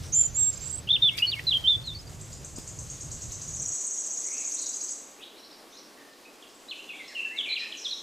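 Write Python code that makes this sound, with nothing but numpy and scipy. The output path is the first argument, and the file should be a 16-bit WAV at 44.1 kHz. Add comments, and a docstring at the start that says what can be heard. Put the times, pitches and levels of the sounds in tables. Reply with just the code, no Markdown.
"""A thin whistle sounds over soft outdoor air, leaf hiss, far birds and a low rumble that stops halfway.
A songbird warbles close by, a dry frond crackles and snaps, and a fast high trill follows, with one
dull knock under it; last come songbirds deeper in the palms and bushes. Each syrinx gives a gliding,
nearly pure tone that trunks and leaves scatter back as echoes. The snaps are short noise bursts, the
knock a pulse with a noisy body; air, rumble, hiss and a far chorus are bands of noise."""
import sys
import numpy as np
from scipy import signal
from scipy.fft import rfft, irfft
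from scipy.io import wavfile
from scipy.ndimage import uniform_filter1d

SR = 44100
rng = np.random.default_rng(int(sys.argv[2]) if len(sys.argv) > 2 else 0)


def dump(signal):
    """Clip the signal to [-1, 1] and save it as 16-bit WAV at the path in sys.argv[1]."""
    limited = np.clip(np.atleast_2d(signal).T, -1, 1)
    pcm = np.round(limited * 32767).astype(np.int16)
    wavfile.write(sys.argv[1], SR, pcm)


N = 353682
TIME = np.arange(N) / SR


def gain_of(db):
    """Amplitude ratio of a level in decibels."""
    return 10 ** (np.asarray(db) / 20)


def unit_rms(x):
    """Normalisation to unit power."""
    return x / np.sqrt(np.mean(x ** 2) + 1e-20)


def contour(table, at=TIME):
    """Linear interpolation in a two-column table."""
    return np.interp(at, *np.transpose(table))


def add(mix, start_s, sound):
    """Superposition of a sound on the mix."""
    part = mix[max(round(start_s * SR), 0):][:len(sound)]
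    part += sound[:len(part)]


def drift(hz, size=N):
    """Random fluctuation: noise of unit rms, low-passed at hz."""
    f = np.fft.rfftfreq(size, 1 / SR)
    return unit_rms(irfft(rfft(rng.standard_normal(size)) / (1 + (f / hz) ** 4), size))


def noise(spectrum, width):
    """Coloured stereo noise: an independent side signal decorrelates the channels."""
    log_hz = np.log(np.fft.rfftfreq(N, 1 / SR) + 1)
    colour, spread = (gain_of(np.interp(log_hz, np.log(hz), db))
                      for hz, db in (np.transpose(spectrum), np.transpose(width)))
    middle, side = rfft(rng.standard_normal((2, N))) * colour
    return unit_rms(irfft(np.array([middle + spread * side, middle - spread * side]), N))


def panned(x, left_db):
    """Direction from the level difference of left over right."""
    return x * gain_of(np.array([[left_db], [-left_db]]) / 2)


def slur(start_s, length, start_hz, middle_hz, end_hz, db, fade_db=0, drop_hz=0, *, attack_s, release_s):
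    """A parabolic glide, as points (time [s], frequency [Hz], level [dB])."""
    u = np.linspace(0, 1, 41)
    t = u * length
    bow_hz = middle_hz - (start_hz + end_hz) / 2
    arc = start_hz + (end_hz - start_hz) * u + bow_hz * (1 - (2 * u - 1) ** 2)
    drop = drop_hz * np.clip(1 - (length - t) / .015, 0, 1)  # in the last 15 ms
    rise_s = min(attack_s, .23 * length)
    gate = np.clip(np.minimum(t / rise_s, (length - t) / release_s), .1, 1)
    return np.transpose([start_s + t, arc - drop, db - fade_db * (u - .5) + 20 * np.log10(gate)])


def syrinx(notes, waver, flutter_db, waver_hz=180):
    """The syrinx oscillates almost sinusoidally; fast, deep frequency modulation makes it hoarse."""
    out, bend, flutter = np.zeros(N), drift(waver_hz), drift(290)
    for note in notes:
        times, hz, db = np.transpose(note)
        times = np.sort(times)
        at = np.arange(int(times[0] * SR), min(int(times[-1] * SR), N))
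        t = at / SR
        pitch = uniform_filter1d(np.interp(t, times, hz), size=130) * (1 + waver * bend[at])
        ramp = np.clip(np.minimum(t - times[0], times[-1] - t) / .002, 0, 1)
        level = gain_of(np.interp(t, times, db) + flutter_db * flutter[at])
        add(out, times[0], level * np.sin(np.pi / 2 * ramp) ** 2 * np.sin(2 * np.pi * np.cumsum(pitch) / SR))
    return out


def trees(x, early_db, late_db, early_t60, late_t60, spread, build_s=.03):
    """Scattering: near trunks return early echoes, the wood behind a slower reverberant tail."""
    t = np.arange(SR) / SR
    onset = np.clip((t - .002) / .003, 0, 1)
    taps = rng.standard_normal((2, 2, SR)) * (rng.random((2, 2, SR)) < .1) * onset
    early = unit_rms(taps[0] * gain_of(-60 * t / early_t60))
    late = unit_rms(taps[1] * gain_of(-60 * t / late_t60) * np.minimum(t / build_s, 1))
    response = (gain_of(early_db) * early + gain_of(late_db) * late) / np.sqrt(SR)
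    middle, side = signal.fftconvolve(x[None], response, axes=1)[:, :N]
    return np.array([middle + spread * side, middle - spread * side])


# Spectrum of the air: (frequency [Hz], relative density [dB])
AIR_SPECTRUM = [(25, -19.5), (60, -40.5), (100, -34), (150, -20), (210, -6.5), (300, -1.5), (600, -4.5),
                (900, -9), (1500, -13), (3000, -18), (5000, -30), (8000, -20.5), (13000, -25.5),
                (14500, -48), (15200, -51)]
# Stereo width of air and chorus: (frequency [Hz], side over middle [dB])
AIR_WIDTH = [(60, 6), (200, -12), (380, -26), (700, -17.5), (1290, -3), (2380, -15), (4400, -49),
             (15000, -48)]

def air():
    """Outdoor air is broadband noise with slight amplitude modulation."""
    return noise(AIR_SPECTRUM, AIR_WIDTH) * gain_of(-54 + .83 * drift(9.5))


# Spectra of the rumble and its deep buffeting: (frequency [Hz], relative density [dB])
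RUMBLE_SPECTRUM = [(15, -26), (32, -16), (58, -5.5), (110, -0.5), (155, -5), (205, -15), (300, -21.5),
                   (600, -28), (2000, -75)]
BUFFET_SPECTRUM = [(12, -13), (28, 5.5), (55, 15), (90, -6), (160, -20), (500, -66)]
# Stereo width of both: (frequency [Hz], side over middle [dB])
RUMBLE_WIDTH = [(30, -6), (70, -6), (130, -17), (400, -7.5)]
# Envelope of both: (time [s], relative level [dB])
RUMBLE_LEVEL = [(0, 5), (.6, 1.5), (2, 1.5), (3.6, 2.5), (3.72, -7), (3.82, -51), (4.0, -68)]

def rumble():
    """Low-frequency noise, lumpy from random modulation, with buffeting on the right."""
    buffet = gain_of(-13.5) * panned(noise(BUFFET_SPECTRUM, RUMBLE_WIDTH), left_db=-12)
    body = panned(noise(RUMBLE_SPECTRUM, RUMBLE_WIDTH), left_db=-1)
    return (body + buffet) * gain_of(-46.5 + contour(RUMBLE_LEVEL) + 1.6 * drift(15))


# Spectrum of the leaves: (frequency [Hz], relative density [dB])
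LEAF_SPECTRUM = [(300, 0), (1500, 2.5), (5000, 7.5), (9000, -7), (12500, -7.5), (15500, -6)]
# Their stereo width: (frequency [Hz], side over middle [dB])
LEAF_WIDTH = [(500, 2), (1500, -1.5), (5000, -18.5), (8000, -16.5), (12000, -11.5)]
# Their envelope: (time [s], level [dB], rms flicker [dB])
LEAF_LEVEL = [(0, -53.5, 2.3), (.6, -52, 1.9), (.9, -53.5, 1.5), (1.2, -50.5, 2), (1.6, -49.5, 0.5),
              (1.8, -55, 1.5), (2.6, -57, 1.5), (3.4, -55, 2), (3.8, -57.5, 0.5)]

def leaf_hiss():
    """Leaves sum incoherently to a fine, flickering hiss that calms halfway."""
    times, db, flicker_db = np.transpose(LEAF_LEVEL)
    hiss = noise(LEAF_SPECTRUM, LEAF_WIDTH)
    return hiss * gain_of(np.interp(TIME, times, db) + np.interp(TIME, times, flicker_db) * drift(22.4))


# Distant tones: (frequency [Hz], full level [dB])
DRONE_TONES = [(283, -73), (1089, -72), (1141, -73.5)]
# Their swell: (time [s], gain [dB])
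DRONE_SWELL = [(0, -5), (2.3, -5), (3.0, 0)]

def drone():
    """Faint sinusoids, each wandering in frequency, superpose into a drone."""
    tones = sum(gain_of(db) * np.sqrt(2) * np.sin(2 * np.pi * np.cumsum(hz + 2.64 * drift(5)) / SR)
                for hz, db in DRONE_TONES)
    return tones * gain_of(contour(DRONE_SWELL))


# Spectrum of far twittering: (frequency [Hz], relative density [dB])
CHORUS_SPECTRUM = [(2500, -18.5), (5000, -9.5), (6200, 2), (7500, 1.5), (8300, -4), (9300, -12.5),
                   (12000, -18), (14000, -40)]
# Its envelope: (time [s], level [dB])
CHORUS_LEVEL = [(0, -55.5), (.8, -87), (1.6, -63), (2.1, -56), (4.9, -45), (5.3, -78), (6.0, -71),
                (6.4, -65), (7.2, -59.5), (8.0, -59.5)]

def chorus():
    """Many far voices add incoherently into one high noise band that swells unevenly."""
    level_db = contour(CHORUS_LEVEL) + 2 * drift(21)
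    return noise(CHORUS_SPECTRUM, AIR_WIDTH) * gain_of(level_db)


# Far calls and, at 2.317 s and 2.56 s, the hoarse low part of two trill chips:
# (time [s], duration [s], start [Hz], end [Hz], relative level [dB])
RASPS = [(0.024, 0.084, 8800, 7900, -53), (0.026, 0.071, 5840, 5580, -46.5), (0.502, 0.25, 5080, 4770, -50),
         (1.136, 0.064, 2254, 2540, -39.5), (2.317, 0.04, 4760, 5160, -47.5),
         (2.56, 0.055, 5020, 5340, -46), (4.32, 0.11, 2284, 2200, -52), (4.591, 0.095, 4480, 4450, -46),
         (5.701, 0.078, 5740, 6300, -52), (6.88, 0.19, 3400, 3534, -47), (7.025, 0.168, 4040, 4300, -50),
         (7.572, 0.078, 4900, 4950, -42.5), (7.599, 0.062, 1850, 1730, -42.5),
         (7.846, 0.066, 5580, 5700, -41), (7.96, .06, 6100, 6400, -47)]
# Scratchy notes: (time [s], duration [s], start [Hz], middle [Hz], end [Hz], relative level [dB])
FAR_SONG = [ (.15, 0.57, 6130, 6350, 6160, -55), (4.245, 0.057, 2035, 2104, 2080, -56),
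            (4.303, 0.14, 2206, 2655, 2230, -55), (4.567, 0.025, 3530, 4000, 4130, -49),
            (4.589, 0.096, 4127, 4030, 3950, -52), (5.183, 0.048, 2340, 2655, 3250, -57),
            (5.21, 0.036, 3130, 3650, 4170, -51), (5.222, 0.025, 2640, 3200, 3950, -49.5),
            (5.363, 0.027, 3930, 4120, 4150, -55.5), (5.385, .022, 5120, 5530, 5700, -55),
            (5.424, 0.03, 3640, 4070, 4800, -54), (5.438, 0.032, 5650, 5370, 5400, -58),
            (5.502, 0.016, 3750, 3950, 4200, -53), (5.512, 0.023, 5450, 5150, 4550, -53.5),
            (5.72, 0.04, 3380, 3770, 4300, -55), (5.764, 0.03, 3710, 4330, 4800, -55),
            (5.765, .036, 4720, 5540, 5850, -53), (5.97, 0.059, 1920, 1814, 1800, -57),
            (6.126, .014, 5660, 4540, 3300, -59), (6.239, .016, 5100, 4100, 3600, -60),
            (6.248, 0.02, 2400, 2500, 2550, -54.5), (6.421, 0.025, 3540, 3125, 2600, -52),
            (6.497, .016, 5400, 5070, 4500, -61), (6.54, 0.018, 7300, 7450, 7400, -58),
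            (7.076, 0.02, 5280, 5340, 5300, -49.5), (7.765, 0.039, 6730, 5850, 5100, -45),
            (7.787, 0.021, 5900, 6800, 7900, -52), (7.799, 0.054, 6400, 5600, 4970, -47),
            (7.908, 0.056, 5500, 5480, 5480, -48.5), ]

def far_song_and_rasps():
    """Beyond the critical distance, echoes outweigh the direct sound of notes and rasps."""
    rasps = [[(s, start, db - 1.5), (s + length / 2, (start + end) / 2, db), (s + length, end, db - 9)]
             for s, length, start, end, db in RASPS]
    notes = [slur(*row, attack_s=.014, release_s=.003) for row in FAR_SONG]
    voice = gain_of(-2) * syrinx(rasps, waver=.06, flutter_db=3, waver_hz=700)
    voice += gain_of(5) * syrinx(notes, waver=.032, flutter_db=3, waver_hz=400)
    echoes = trees(voice, early_db=-4.5, late_db=-3.2, early_t60=.2, late_t60=.75, spread=.008)
    return gain_of(-3) * voice + echoes


# Long whistles: (time [s], duration [s], held pitch [Hz], scoop [Hz], warble depth [Hz], rise [s],
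# relative level [dB], fade [dB])
WHISTLES = [(0.12, 0.11, 7206, 900, 570, 0.02, -17, -4.5), (0.226, 0.048, 7070, 5, 40, 0.0083, -21, -3),
            (0.34, 0.17, 7483, 560, 352, 0.086, -17, 10.5)]
# Closing twitter: (time [s], duration [s], start [Hz], middle [Hz], end [Hz], relative level [dB])
TWITTER = [(.526, 0.028, 7130, 7230, 8000, -36.5), (.569, 0.018, 7070, 7400, 7660, -37),
           (0.606, 0.05, 7400, 7420, 7700, -37.5), (.653, 0.024, 7330, 7400, 7750, -35),
           (.671, 0.018, 7300, 7770, 8150, -34), (0.695, 0.0266, 7280, 7540, 8300, -31.5),
           (.725, 0.042, 7700, 7570, 8400, -32.5), (.773, 0.024, 8250, 7820, 7840, -35.5)]

def whistler(scoop_s=.025, warble_hz=48.2, settle_s=.042, release_s=.0082):
    """Damped frequency modulation: whistles scoop up and settle; a twitter follows further right."""
    voice = np.zeros(N)
    for s, length, held_hz, scoop_hz, depth_hz, rise_s, db, fade_db in WHISTLES:
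        t = np.arange(0, length, 1 / SR)
        scoop = scoop_hz * np.exp(-(t / scoop_s) ** 4)
        warble = depth_hz * np.exp(-t / settle_s) * np.cos(2 * np.pi * warble_hz * t)
        pitch = held_hz - scoop - warble + 28 * drift(30, len(t))
        # faint artificial side tones 3940 Hz above and below the whistle
        side_tones = 1 + gain_of(-27) * np.sin(2 * np.pi * 3940 * t)
        gate = np.clip(np.minimum(t / rise_s, (length - t) / release_s), 0, 1)
        level = gain_of(db - fade_db * (t / length - .5)) * gate
        add(voice, s, level * side_tones * np.sin(2 * np.pi * np.cumsum(pitch) / SR))
    notes = [slur(*row, attack_s=.0036, release_s=.0069) for row in TWITTER]
    twitter = syrinx(notes, waver=.011, flutter_db=2)
    echoes = trees(voice + twitter, early_db=-7.5, late_db=-23.5,
                   early_t60=.068, late_t60=.43, spread=.75)
    return gain_of(-2) * (panned(voice, left_db=-4.5) + panned(twitter, left_db=-14) + echoes)


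# Close song: (time [s], duration [s], start [Hz], middle [Hz], end [Hz], relative level [dB],
# fade [dB], closing drop [Hz])
CLOSE_SONG = [ (0.871, 0.018, 3270, 2820, 2670, -35.5, 1, 0), (.887, .016, 2930, 3380, 3300, -21.5, -5, 0),
              (.902, 0.019, 3430, 3575, 3310, -15.5, 0, 0),
              (.925, 0.045, 3680, 3566, 3440, -19.5, 7.5, 800),
              (1.019, 0.081, 3686, 3507, 3340, -17.5, 6, 799), (1.102, 0.06, 2310, 2160, 2300, -50, -1, 0),
              (1.195, 0.022, 2740, 2610, 2450, -31.5, 5, 0), (1.22, 0.038, 2790, 2905, 3034, -18.5, 8, 4),
              (1.264, 0.04, 4600, 4340, 4700, -27.5, -3, 6),
              (1.312, 0.034, 4300, 3220, 2630, -26.5, -2.5, 2),
              (1.346, 0.044, 2520, 2190, 2220, -41.5, -11, 0),
              (1.391, 0.0095, 1980, 1933, 1900, -31, -7, 0), (1.467, 0.033, 4075, 4000, 3830, -20, 0, 0),
              (1.505, 0.03, 3740, 3330, 2750, -21.5, -5, 0), (1.533, 0.043, 3370, 3210, 3110, -21, 0, 0),
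              (1.637, 0.0366, 3160, 3090, 3260, -24.5, -9.5, 4),
              (1.671, 0.048, 3426, 3620, 3500, -16.5, 5, 2), (1.715, 0.048, 3570, 3470, 3465, -21, 8, -2),
              (1.836, 0.033, 4400, 4235, 4180, -41, -2, 0), (1.869, 0.074, 4200, 3590, 3670, -36, 14, 2),
              (1.945, 0.037, 4650, 4450, 4530, -39.5, 5, 0), (1.984, 0.023, 4680, 5080, 5000, -44, 0, 0),
              (2.067, .016, 4730, 4750, 4700, -49, 0, 2), ]

def close_songbird():
    """Near a source the direct sound dominates: clean slurs with little scatter from the leaves."""
    notes = [slur(*row, attack_s=.0065, release_s=.003) for row in CLOSE_SONG]
    voice = gain_of(.53) * syrinx(notes, waver=.008, flutter_db=1.5, waver_hz=240)
    echoes = trees(voice, early_db=-14, late_db=-22, early_t60=.08, late_t60=.4, spread=1.2)
    return panned(voice, left_db=-1.2) + echoes


# Envelope of the crackling leaflets: (time [s], level [dB])
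CRACKLE_LEVEL = [(.95, -86), (1.1, -64), (1.18, -56), (1.27, -63), (1.34, -56), (1.42, -63), (1.5, -63),
                 (1.58, -58), (1.8, -83)]

def crackle(ticks_per_s=260):
    """Dry leaflets tick as a Poisson process: impulses of uneven size, left and right."""
    sizes = gain_of(4 * np.minimum(rng.exponential(1, (2, N)), 2.5))
    clicks = sizes * rng.choice([-1, 1], (2, N)) * (rng.random((2, N)) < ticks_per_s / 2 / SR)
    band = signal.butter(2, [4000, 13000], "bandpass", fs=SR, output="sos")
    fibre = signal.sosfilt(band, rng.standard_normal(200) * np.exp(-TIME[:200] / .0006))
    ticks = signal.oaconvolve(clicks + .5 * clicks[::-1], fibre[None], axes=1)[:, :N]
    return unit_rms(ticks) * gain_of(contour(CRACKLE_LEVEL))


# Dry snaps and, at 2.575 s and 2.584 s, the noisy body of the dull knock:
# (time [s], level [dB], centre [Hz], width [octaves], 60 dB decay [s], rise [s])
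NOISE_BURSTS = [(1.079, -50, 6000, 1.2, .02, .001), (1.166, -42.5, 5240, 1.6, 0.25, 0.0085),
                (1.1792, -26, 3300, 0.47, .018, 0.00056), (1.18, -34, 4730, 0.06, 0.11, .003),
                (1.1847, -28, 2700, 0.33, .025, .0012), (1.184, -45, 8000, 0.91, 0.046, .002),
                (1.1902, -31, 3680, .6, .014, .0005), (1.393, -32.5, 2500, 0.29, 0.032, 0.0013),
                (1.4385, -47, 11000, 0.65, .02, .001), (1.57, -47, 8000, 0.52, 0.044, .002),
                (2.575, -45.5, 740, 0.42, 0.05, 0.0023), (2.584, -45.5, 1510, 2.8, 0.068, .002),
                (3.316, -55, 12900, 0.26, .08, .001)]

def noise_bursts(size=8192):
    """Exponentially damped band noise forms the frond's snaps and the body of the knock."""
    out, hz, t = np.zeros((2, N)), np.fft.rfftfreq(size, 1 / SR) + 1, TIME[:size]
    for s, db, centre_hz, octaves, t60, rise_s in NOISE_BURSTS:
        colour = np.exp(-.5 * (np.log2(hz / centre_hz) / octaves) ** 2)
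        level = np.minimum(t / rise_s, 1) * gain_of(db - 60 * np.maximum(t - rise_s, 0) / t60)
        middle, side = unit_rms(irfft(rfft(rng.standard_normal((2, size))) * colour)) * level
        add(out[0], s, middle + 1.06 * side)
        add(out[1], s, middle - .74 * side)
    return out


# Effort of the trilling bird: (time [s], relative level [dB])
TRILL_EFFORT = [(2.09, -44), (2.21, -37), (2.75, -31.5), (3.3, -27), (3.49, -29), (3.66, -23), (4.68, -25),
                (4.91, -27.5)]

def trill_beats(start_s, first_gap_s, last_gap_s, order, count):
    """Pulses (time [s], level [dB]) whose period changes steadily (order 1) or mostly late (order 2)."""
    gaps = first_gap_s + (last_gap_s - first_gap_s) * np.linspace(0, 1, count - 1) ** order
    times = start_s + np.append(0, np.cumsum(gaps))
    return np.transpose([times, contour(TRILL_EFFORT, times)])


# Response of its throat: (frequency [Hz], gain [dB])
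THROAT_RESPONSE = [(4200, 0), (5000, -3), (5420, -8), (5720, 1), (6100, -.5), (6650, 1), (7200, -1),
                   (7700, 0), (8200, 0), (8800, -1)]

def throat(x):
    """Source and filter: a notch near 5.4 kHz gives the trill a firm lower edge."""
    return irfft(rfft(x) * gain_of(contour(THROAT_RESPONSE, np.fft.rfftfreq(N, 1 / SR))), N)


# One rising chip: (time from beat [s], base pitch [Hz], relative level [dB])
CHIP = [(-.011, 3695, -20), (-.004, 4875, -17.5), (0, 5690, -5), (.002, 6350, 2.5), (.004, 7200, 1.5),
        (.007, 7980, -6.5), (.011, 8550, -18)]

def trill_chips():
    """Upward frequency sweeps open the trill; the series quickens, grows louder and sinks in pitch."""
    beats = trill_beats(2.0945, first_gap_s=.1172, last_gap_s=.0968, order=2, count=13)
    lifts_hz = np.linspace(553, -150, len(beats))
    sweeps = [np.add(CHIP, (s, hz, db)) for (s, db), hz in zip(beats, lifts_hz)]
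    return gain_of(.9) * throat(syrinx(sweeps, waver=.033, flutter_db=1.5, waver_hz=900))


# Strokes of a syllable: (time from beat [s], base pitch [Hz], relative level [dB])
LEAD_IN = [(-.03, 4080, -18.5), (-.023, 4830, -11.5), (-.017, 5550, -2)]
UPSTROKE = [(-.03, 4900, -35), (-.026, 5667, -16), (-.023, 5895, -6.5), (-.019, 6356, -2.5),
            (-.015, 6700, 1.5), (-.011, 6800, -12)]
DOWNSTROKE = [(-.003, 8980, -19), (.001, 8174, -9), (.005, 7660, 1), (.008, 6967, -3.5), (.012, 6450, -1.5),
              (.018, 5650, -6)]

def trill_run(scatter_hz=48, scatter_db=.5, lead_ins=14):
    """Hoarse upward and clear downward sweeps alternate with a lengthening period."""
    beats = trill_beats(3.497, first_gap_s=.0592, last_gap_s=.0752, order=1, count=22)
    scatter = rng.standard_normal((len(beats), 2)) * (scatter_hz, scatter_db)
    offsets = [(s, hz, db + more_db) for (s, db), (hz, more_db) in zip(beats, scatter)]
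    ups = [np.add(UPSTROKE, offset) for offset in offsets]
    downs = [np.add(DOWNSTROKE, offset) for offset in offsets]
    # the later syllables gain a lead-in, at first higher and softer
    ups += [np.add(LEAD_IN, (s, 493.7 * early, db - 11 * early))
            for (s, db), early in zip(beats[-lead_ins:], np.linspace(1, 0, lead_ins))]
    hoarse = syrinx(ups, waver=.03, flutter_db=1.5, waver_hz=500)
    clear = syrinx(downs, waver=.017, flutter_db=1.5, waver_hz=600)
    return gain_of(-1.13) * throat(hoarse + clear)


def swaying_trees(x, sway_hz=4.3, count=3, **wood):
    """Time-varying scattering: as leaves move, several echo patterns take turns."""
    turns = (np.cos(np.pi * (sway_hz * TIME + k / count)) for k in range(count))
    return np.sqrt(2 / count) * sum(trees(x * turn, spread=.003, **wood) for turn in turns)


# Direct transmission of the trill through the leaves: (time [s], gain [dB])
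TRILL_DIRECT = [(2.1, -3.5), (2.8, -4.5), (3.0, -6), (3.4, -7), (3.6, -4), (3.85, -7), (4.3, -6),
                (4.55, -2), (4.9, -2.5)]

def triller():
    """Multipath propagation: part of the trill passes straight through the leaves, part scatters."""
    chips, run = trill_chips(), trill_run()
    chip_echoes = swaying_trees(chips, early_db=-3.3, late_db=-2.5, early_t60=.16, late_t60=.62)
    run_echoes = swaying_trees(run, early_db=-3.2, late_db=-3.4, early_t60=.08, late_t60=.7)
    return (chips + run) * gain_of(contour(TRILL_DIRECT)) + chip_echoes + run_echoes


def knock(time_s=2.5855, peak_hz=240, db=-30):
    """A single pressure pulse without resonance is heard as a dull knock."""
    u = (np.pi * peak_hz * (TIME - time_s)) ** 2
    return gain_of(db) * (1 - 2 * u) * np.exp(-u)


# Song among the trees: (time [s], duration [s], start [Hz], middle [Hz], end [Hz],
# relative level [dB], fade [dB])
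TREE_SONG = [ (6.681, 0.033, 3700, 4090, 4020, -40.5, 1), (6.708, 0.028, 3670, 2800, 2440, -35, 16),
             (6.789, 0.025, 2730, 2790, 3000, -41, 2), (6.889, 0.038, 2935, 2580, 2530, -38, 14),
             (6.931, 0.028, 2120, 2350, 2460, -44, 10), (6.986, 0.064, 2405, 2074, 2050, -46, 15.5),
             (7.08, 0.052, 2320, 1930, 1670, -50.5, 3), (7.146, 0.064, 2957, 2740, 2660, -32.5, -3),
             (7.213, 0.068, 2796, 2728, 2656, -33.5, 8), (7.251, 0.078, 1742, 1716, 1820, -49.5, 3),
             (7.305, 0.078, 1904, 2087, 2270, -44.5, -8), (7.363, 0.019, 4200, 3840, 3500, -41, -4),
             (7.379, 0.038, 3850, 3304, 2990, -28.5, 3), (7.428, 0.041, 3284, 2950, 2130, -36.5, 0),
             (7.468, 0.027, 2080, 2475, 2050, -34, 0), (7.496, 0.022, 2080, 2485, 2060, -33.5, 0),
             (7.52, 0.024, 2080, 2443, 2070, -35, 0), (7.485, 0.06, 4326, 3967, 4156, -31, -9),
             (7.555, 0.032, 3700, 2700, 2420, -31.5, 9), (7.591, 0.026, 4090, 4060, 4000, -36, -11),
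             (7.607, 0.06, 2393, 2490, 2670, -40.5, 3), (7.72, 0.012, 3670, 3220, 2780, -35.5, -3),
             (7.741, 0.015, 3190, 2900, 2440, -39.5, 11), (7.844, 0.033, 4400, 3494, 3370, -29.5, 4),
             (7.877, 0.026, 3350, 3800, 4240, -37.5, 8), (7.906, 0.031, 4250, 4040, 3720, -30, 2), ]

def tree_songbirds():
    """Reverberation leaves a softer trace after each clear note from among the trees."""
    notes = [slur(*row, attack_s=.012, release_s=.0025) for row in TREE_SONG]
    voice = gain_of(1.3) * syrinx(notes, waver=.016, flutter_db=2.3, waver_hz=350)
    return voice + trees(voice, early_db=-8.5, late_db=-5, early_t60=.2, late_t60=.85,
                         spread=.003, build_s=.035)


def scene():
    """Linear superposition of birds, foliage, knock and background."""
    birds = whistler() + close_songbird() + triller() + tree_songbirds() + far_song_and_rasps() + chorus()
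    return birds + noise_bursts() + leaf_hiss() + crackle() + knock() + air() + rumble() + drone()


def record(dry):
    """Band limiting by a linear-phase low-pass filter at 15.5 kHz."""
    lowpass = signal.firwin(511, 15500, window=("kaiser", 9), fs=SR)
    return signal.oaconvolve(dry, lowpass[None], "same", axes=1)


dry = scene()
out = record(dry)
dump(out)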